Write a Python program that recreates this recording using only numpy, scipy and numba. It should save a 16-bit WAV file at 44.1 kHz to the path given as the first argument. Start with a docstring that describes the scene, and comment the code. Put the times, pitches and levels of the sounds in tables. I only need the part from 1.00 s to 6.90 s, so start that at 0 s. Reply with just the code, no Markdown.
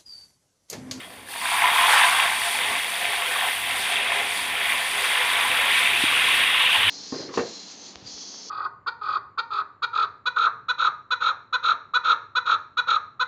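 """Thin sauce meets a pan of hot oil and onions, close to the microphone, over a rumbling kitchen. First the pan
spits; then the pour makes the boil flare and gurgle, and droplets under the oil crackle. The boil sinks and
builds again under a singing froth; near the end a knock sounds and a low hum starts. Bubbles are damped rings
of rising pitch; the boiling ones of every size, the crackle and the single ones ring the pan. The rumble is
filtered noise, the knock a damped ring and the hum a wavering sine."""
import sys
import numpy as np
from scipy import signal
from scipy.fft import rfft, irfft
from scipy.io import wavfile
from scipy.ndimage import uniform_filter1d
from numba import njit

SR = 44100
rng = np.random.default_rng(int(sys.argv[2]) if len(sys.argv) > 2 else 0)


def int16_out(signal):
    """Quantize to a 16-bit WAV file."""
    q = np.round(np.clip(np.atleast_2d(signal).T, -1, 1) * 32767)
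    wavfile.write(sys.argv[1], SR, q.astype(np.int16))


N = 260089

# strength of the boil, which the bubble sizes and the crackle follow: (time [s], level [dB])
BOIL_CURVE = [(0, -40), (.08, -53), (.25, -49.5), (.29, -41), (.36, -35), (.43, -34), (.46, -28.5),
              (.55, -28.5), (.63, -24.5), (.72, -26.5), (.79, -22.5), (1.0, -20), (1.1, -23), (1.24, -24),
              (1.3, -27.5), (1.4, -29.5), (1.45, -26.5), (1.56, -28.5), (2.0, -31.5), (2.05, -28.5),
              (2.25, -29), (2.4, -27.5), (2.64, -32.5), (2.7, -28.5), (2.82, -30.5), (2.98, -28),
              (3.08, -29), (3.15, -28), (3.4, -31), (3.55, -30), (3.7, -26.5), (3.91, -30), (4.06, -27),
              (4.3, -25.5), (4.43, -26), (4.71, -24), (4.8, -23.5), (4.88, -23.5), (4.96, -24.5),
              (5.24, -22.5), (5.5, -22.5), (5.9, -22.5)]
# modes of the pan that ring along: (frequency [Hz], width [Hz], gain [dB])
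PAN_MODES = [(408.3, 3.9, 13.5), (502.3, 13, 6), (556, 5.5, 3), (696.3, 15, 2), (858, 10.5, 0.5),
             (1005.5, 26, -1), (1120, 50, -4.5), (1327, 7.3, -1.5), (1583, 23, -7), (1819, 37, -3.5),
             (2052, 17.5, 3), (2450, 210, -11), (2652, 27, -2.5), (3300, 13, 6)]
# colour of the pan mouth and microphone: (frequency [Hz], relative gain [dB])
MOUTH_COLOUR = [(300, -25.5), (600, -14.5), (690, -4), (1010, 1), (1300, -4.5), (2620, 2.5), (3700, 3),
                (4130, -7.5), (4500, -5.5), (5270, -13.5), (7130, -16), (9400, -4), (13800, -29.5),
                (15500, -7.5)]


def undb(db):
    """Decibels to gain."""
    return 10 ** (np.asarray(db) / 20)


def level(x, db):
    """Scale to an rms level."""
    return x * undb(db) / np.sqrt(np.mean(x ** 2))


def curve(s, db):
    """Gain along (time [s], level [dB]) points."""
    return undb(np.interp(np.arange(N) / SR, s, db))


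def walk(rate):
    """Random levels held 1 / rate s and slewed twice; spread near 1."""
    hold = int(SR / rate)
    steps = np.repeat(rng.standard_normal(N // hold + 1), hold)
    slewed = uniform_filter1d(uniform_filter1d(steps, hold), hold)
    return 1.3 * slewed[:N]  # restores the spread that slewing takes away


def colour(x, table):
    """Causal filter through (frequency [Hz], gain [dB]) points, from the cepstrum of the log gain."""
    hz, db = np.transpose(table)
    size = 4096
    grid = np.maximum(np.arange(size // 2 + 1) * SR / size, 1)
    log_gain = np.interp(np.log(grid), np.log(hz), db) * np.log(10) / 20
    cepstrum = irfft(log_gain)
    # folding the cepstrum forward in time gives minimum phase
    cepstrum[1:size // 2] *= 2
    cepstrum[size // 2 + 1:] = 0
    impulse = irfft(np.exp(rfft(cepstrum)))
    return signal.fftconvolve(x, impulse)[:len(x)]


def resonate(x, modes):
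    """The sound plus what each mode rings along."""
    ringing = sum(undb(db) * signal.lfilter(*signal.iirpeak(hz, hz / width, SR), x)
                  for hz, width, db in modes)
    return x + ringing


@njit
def rings(n, start, turn, fade, glide, size):
    """Damped rings; a glide above 1 makes the pitch climb as a cavity closes."""
    y = np.zeros(n)
    for k in range(len(start)):
        z, w, i = size[k] + 0j, turn[k], start[k]  # rotating phasor, radians per sample, sample
        while i < n and abs(z) > abs(size[k]) * .003:
            z *= fade[k] * np.exp(1j * w)
            w = min(w * glide[k], 3.)
            y[i] += z.imag
            i += 1
    return y


def bubbles(s, size, hz, cycles, climb=0.077):
    """Bubble rings: at the starting pitch each dies by 1 / e in cycles / pi turns."""
    fade = np.exp(-np.pi * hz / (cycles * SR))
    glide = 1 + climb * hz / (cycles * SR)
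    return rings(N, (s * SR).astype(np.int64), 2 * np.pi * hz / SR, fade, glide, size)


def bursts(lo_hz, hi_hz, rate, cycles, scatter_db, flicker_db, biggest_db=13, ring_spread=0.61):
    """A crowd of bubbles of one size class, bursting at random; its level flickers as the pan does."""
    u = rng.random((80000, 5)).T
    s = np.cumsum(-np.log(1 - u[0])) / rate
    s, u = s[s < N / SR], u[:, s < N / SR]
    top_hz = min(hi_hz, .45 * SR)
    hz = lo_hz * (top_hz / lo_hz) ** u[1]
    size_db = np.minimum(-scatter_db * np.log(1 - u[2]), biggest_db)
    size = undb(size_db) * np.sign(u[3] - .5)
    # most snap open, a few closed ones sing on
    ring = cycles * (1 - .98 * u[4]) ** -np.clip(ring_spread, 0, .9) / 2
    crowd = bubbles(s, size * hz / lo_hz, hz, ring)
    # a skin tears over a moment, so the burst has no hard edge outside its own range
    band_hz = [0.72 * lo_hz, min(1.13 * hi_hz, .45 * SR)]
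    soft = signal.butter(2, band_hz, "band", fs=SR, output="sos")
    return signal.sosfilt(soft, crowd) * undb(flicker_db * walk(9))


def chorus(table, rate, spread, cycles):
    """Bubbles of nearly one size sing on a pitch that drifts."""
    u = rng.standard_normal((int(rate * N / SR), 3)).T
    s = np.sort(rng.random(u.shape[1])) * N / SR
    at, pitch_hz, db = np.transpose(table)
    hz = np.interp(s, at, pitch_hz) * np.exp(spread * u[0])
    crowd = bubbles(s, undb(2.8 * u[1]), hz, cycles * np.exp(0.49 * u[2]))
    return level(crowd, 0) * curve(at, db)


def sizzle():
    """All sizes follow one boil: contact holds back the largest, the pour favours middle sizes, reheating small."""
    # bubble sizes, large to small: (lowest starting pitch [Hz], highest [Hz], bursts [1/s],
    # twice the shortest ring [cycles], mean of exponential size scatter [dB], flicker [dB])
    size_classes = [(391, 611, 350, 8.3, 0.7, 1.3), (603, 813, 400, 8.3, 1.7, 0),
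                    (774, 1310, 1100, 6.8, -0.6, 0.9), (1274, 1760, 1000, 6.8, 0, 1.2),
                    (1703, 2366, 2200, 12.6, 0.8, 0.64), (2302, 4056, 5000, 10.7, 1.1, 0.32)]
    # how each size follows the boil: (level over the boil [dB], change at first contact [dB],
    # change while pouring [dB], reheating from [s], slope after that [dB/s], idle frying [dB],
    # share of the burbles)
    size_shares = [(-17, -13, -7.5, 3, -2.5, -55, 0.74), (-9.5, -4, -1.5, 3.1, -5.5, -56, 0.54),
                   (-8.5, -3, 5, 2.67, -2, -55.5, 1), (-7, -1, 4.5, 4.7, -2, -54, 0.23),
                   (-0.7, -8, -2, 3.8, -1.3, -74, 0.063), (-0.73, -3.5, -1.3, 4.1, 0.5, -66, 0.089)]
    # patches of big bubbles that well up: (time [s], rise [dB], length between 1 / e points [s])
    burbles = [(1.486, 3, 0.051), (1.721, 8.5, .08), (2.446, 6.5, 0.079), (3.18, 5.5, 0.12),
               (4.245, 6, 0.63), (4.664, 4.5, 0.14), (5.76, 8.5, 0.048)]
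    contact_s, contact_rise_s, contact_fade_s = 0.23, 0.052, 0.26
    pour_s, pour_rise_s, pour_end_s, pour_fall_s = 0.37, 0.3, 1.21, 0.47

    t = np.arange(N) / SR
    boil = curve(*np.transpose(BOIL_CURVE))
    contact = np.interp(t - contact_s, [0, contact_rise_s, contact_rise_s + contact_fade_s], [0, 1, 0])
    pour_points = [pour_s, pour_s + pour_rise_s, pour_end_s, pour_end_s + pour_fall_s]
    pour = np.interp(t, pour_points, [0, 1, 1, 0])
    burble_db = sum(db * np.exp(-(2 * (t - s) / length) ** 2) for s, db, length in burbles)
    out = 0
    for row, follow in zip(size_classes, size_shares):
        db, contact_db, pour_db, reheat_s, slope_db, idle_db, share = follow
        own_db = db + contact_db * contact + pour_db * pour + share * burble_db
        own_db = own_db + slope_db * np.maximum(t - reheat_s, 0)
        gain = np.hypot(boil * undb(own_db), undb(idle_db))
        crowd = resonate(colour(bursts(*row), MOUTH_COLOUR), PAN_MODES)
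        out = out + level(crowd, 0) * gain
    return out * undb(0.63 * walk(16))


def hiss(row):
    """A crowd of tiny droplets through the pan mouth, at unit rms."""
    return level(colour(bursts(*row), MOUTH_COLOUR), 0)


def spray():
    """The smallest droplets hiss above the boil; a few tick out of the hiss."""
    # fine droplets, sparse ticks and finest mist, each: (first bound of starting pitch [Hz], second [Hz],
    # bursts [1/s], twice the shortest ring [cycles], mean size scatter [dB], flicker [dB])
    fine_droplets = (4090, 11400, 9000, 15.5, 0.69, 0.83)
    ticks = (4000, 13000, 260, 2.5, 3, 1.5)
    mist = (12900, 12760, 6500, 12, 0.71, 0.35)
    # (time [s], spray level [dB], mist level [dB])
    spray_levels = [(0, -47.5, -54), (.1, -51, -54), (.25, -53, -58), (.31, -41, -43), (.45, -34.5, -41),
                    (.57, -30.5, -35.5), (.72, -32, -36), (.8, -29.5, -35), (.95, -27, -34),
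                    (1.31, -32, -39), (1.6, -32.5, -38.5), (2.05, -36, -41), (2.6, -36.5, -38),
                    (3.1, -34.5, -44), (3.58, -37, -43), (3.71, -33.5, -37), (3.89, -34.5, -42),
                    (4.04, -33, -40), (4.6, -34, -39), (5.3, -34, -40), (5.9, -37, -41)]

    s, spray_db, mist_db = np.transpose(spray_levels)
    fine = hiss(fine_droplets) + undb(-11) * hiss(ticks)
    both = fine * curve(s, spray_db) + hiss(mist) * curve(s, mist_db)
    return both * undb(0.92 * walk(18))


def kitchen():
    """Burner and room rumble, wavering, in the low modes of the room."""
    # (frequency [Hz], relative gain [dB])
    rumble_colour = [(18, -50), (30, -32), (54, -13), (108, -8.5), (144, -15), (240, -7.5), (355, -10),
                     (400, -5), (520, -17), (880, -120)]
    # (frequency [Hz], width [Hz], gain [dB])
    room_modes = [(63, 6.3, 10.5), (104, 21, 1), (183.5, 8.9, 7), (257, 144, -3)]
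    # (time [s], level [dB])
    rumble_levels = [(0, -51.5), (1.2, -55), (1.7, -49), (2.2, -55), (2.5, -50), (4.0, -51.5), (4.4, -47.5),
                     (5.4, -48), (5.62, -59), (5.9, -47)]

    air = colour(rng.standard_normal(N), rumble_colour) * undb(1.6 * walk(14))
    return level(resonate(air, room_modes), 0) * curve(*np.transpose(rumble_levels))


def singles():
    """Lone blips with a soft start and sharp spits, ringing the pan."""
    # single large bubbles: (time [s], size before filter and pan [dB], starting pitch [Hz])
    blip_list = [(0.351, -30, 953), (0.424, -28, 1010), (.516, -24, 853), (0.536, -22, 960),
                 (.581, -22, 936), (.62, -18, 856), (0.64, -10, 971), (0.684, -19, 1000), (.714, -21, 910),
                 (0.757, -16, 997), (0.788, -15, 1023), (0.838, -13, 1016), (.86, -22, 1040),
                 (0.881, -14.5, 847), (0.933, -13, 850), (.96, -18, 990), (1.044, -15, 1020),
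                 (1.076, -19, 1140), (1.127, -23, 1090), (1.191, -20, 1055), (1.243, -24, 1040),
                 (1.548, -25, 860), (2.359, -21, 1150), (3.12, -23, 1010), (3.39, -25.5, 975),
                 (4.245, -23, 1090), (5.086, -23.5, 1160), (5.125, -25, 1170), (5.204, -29, 1110),
                 (5.283, -20, 1046), (5.309, -24, 1110), (5.376, -25, 1030), (5.436, -23, 1070),
                 (5.488, -25, 1110), (5.607, -22, 1124), (5.639, -25.5, 990), (5.69, -23, 1140),
                 (5.75, -22, 1040), (5.809, -31, 1120), (5.833, -25, 1150)]
    # spits and splashes: (time [s], size before filter and pan [dB], starting pitch [Hz], ring [cycles])
    spit_list = [(0.012, -27, 2950, 3.9), (0.032, -34, 3200, 20), (0.046, -30, 3130, 16),
                 (.105, -19, 4040, 1.5), (0.274, -36, 1670, 22), (0.287, -31, 1680, 22),
                 (.338, -28, 1680, 18), (.36, -28, 1690, 18), (.416, -17, 2200, 5), (0.456, -14, 1590, 6.5),
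                 (.621, -11, 2130, 11), (.657, -8, 2070, 12), (.677, -11, 2000, 8), (0.783, -7.5, 2150, 6),
                 (.879, -21, 2280, 6), (1.021, -11, 1900, 5.5), (1.2, -6, 2650, 10), (1.418, -15, 1920, 7),
                 (1.589, -11, 2430, 7), (1.754, -10, 2280, 6.4), (2.054, -12, 2270, 10),
                 (2.134, -15, 1920, 7.7), (2.222, -10.5, 2320, 7), (2.412, -16, 2080, 7),
                 (2.958, -9, 3380, 14), (2.968, -12, 2700, 4.3), (2.984, -14, 2260, 7),
                 (3.034, -22, 2530, 6), (3.12, -13, 2530, 9.3), (3.2, -17, 1940, 7),
                 (3.554, -15, 2320, 8.4), (3.614, -12.5, 1780, 8.9), (3.703, -13, 2030, 8.9),
                 (3.722, -9, 2200, 8), (4.043, -9, 2480, 6.4), (4.356, -10, 3250, 13), (4.41, -13, 2400, 7),
                 (4.516, -9, 2490, 7), (4.874, -7, 2250, 8), (5.35, -15, 2520, 7), (5.436, -9, 2400, 7),
                 (5.565, -13, 2560, 7.6), (5.757, -8, 2900, 7), (5.807, -12, 2670, 7)]

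    s, db, hz = np.transpose(blip_list)
    blips = bubbles(s, undb(db), hz, cycles=np.full(len(s), 24))
    blip_band = signal.butter(3, [700, 1500], "band", fs=SR, output="sos")
    blips = signal.sosfilt(blip_band, blips)

    s, db, hz, cycles = np.transpose(spit_list)
    spits = bubbles(s, undb(db), hz, cycles)
    spit_band = signal.butter(2, [1100, 3400], "band", fs=SR, output="sos")
    spits = signal.sosfilt(spit_band, spits)
    return resonate(blips + spits, PAN_MODES)


def gurgle():
    """Bubbles of nearly one large size gurgle where the stream meets the oil."""
    # (time [s], centre of starting pitch [Hz], level [dB])
    gurgle_path = [(.32, 970, -65), (.35, 980, -40), (.4, 980, -44), (.43, 1000, -34.5), (.6, 957, -37),
                   (.8, 985, -28), (.97, 995, -34), (1.15, 1060, -34), (1.3, 1060, -33), (1.5, 1030, -60)]
    return chorus(gurgle_path, rate=130, spread=0.061, cycles=27)


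def crackle():
    """Droplets trapped under oil snap unevenly, once the sauce has spread."""
    # (lowest starting pitch [Hz], highest [Hz], bursts [1/s], twice the shortest ring [cycles],
    # mean size scatter [dB], flicker [dB])
    snaps = (1200, 3600, 220, 3.2, 3.2, 1.5)
    start_s, rise_s = .4, .35
    spread = np.clip((np.arange(N) / SR - start_s) / rise_s, 0, 1)
    snapping = resonate(colour(bursts(*snaps), MOUTH_COLOUR), PAN_MODES)
    return level(snapping, -9.5) * curve(*np.transpose(BOIL_CURVE)) * spread


def froth():
    """Froth closes over the reheating sauce; its song sinks a little, then climbs as bubbles shrink."""
    # (time [s], centre of starting pitch [Hz], level [dB])
    froth_path = [(2.5, 2300, -72), (2.971, 2500, -31), (3.2, 2390, -40), (4.2, 2330, -48),
                  (4.55, 2350, -34), (4.9, 2550, -28), (5.15, 2660, -26), (5.35, 2730, -26),
                  (5.5, 2700, -26), (5.72, 2866, -22), (5.9, 2990, -23)]
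    return chorus(froth_path, rate=800, spread=0.0546, cycles=30)


def thuds():
    """A soft knock of crockery on the worktop: a quickly damped ring at a steady pitch."""
    # (time [s], size before the filter [dB], frequency [Hz], 60 dB decay [s])
    knocks = [(5.037, -15.5, 307, 0.026)]
    s, db, hz, t60 = np.transpose(knocks)
    fade = 1000 ** (-1 / (t60 * SR))
    knock = rings(N, (s * SR).astype(np.int64), 2 * np.pi * hz / SR, fade, np.ones(len(s)), undb(db))
    return signal.sosfilt(signal.butter(2, [110, 420], "band", fs=SR, output="sos"), knock)


def hum():
    """A low sine, wavering in pitch and level, that sets in at the end and sags in level."""
    start_s, rise_s, start_db, fade_db_s = 5.74, .07, -46, -30
    t = np.arange(N) / SR - start_s
    sag = undb(start_db + fade_db_s * np.maximum(t - rise_s, 0))
    swell = np.clip(t / rise_s, 0, 1) ** 2 * sag * undb(4.2 * walk(29.45))
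    hz = 101 + 3.2 * walk(20.5)
    return np.sqrt(2) * swell * np.sin(2 * np.pi * np.cumsum(hz) / SR)


def scene():
    """Everything at one microphone."""
    pan = sizzle() + spray() + singles() + gurgle() + crackle() + froth()
    return (pan + kitchen() + thuds() + hum())[None]


def record(dry):
    """The phone drops the deepest bass, rounds the peaks and cuts the top."""
    squeeze, top_hz = 1.1, 15530
    dry = signal.sosfilt(signal.butter(2, 50, "high", fs=SR, output="sos"), dry)
    rounded = np.tanh(squeeze * dry) / squeeze
    return signal.sosfilt(signal.ellip(14, .2, 80, top_hz, fs=SR, output="sos"), rounded)


dry = scene()
out = record(dry)
int16_out(out)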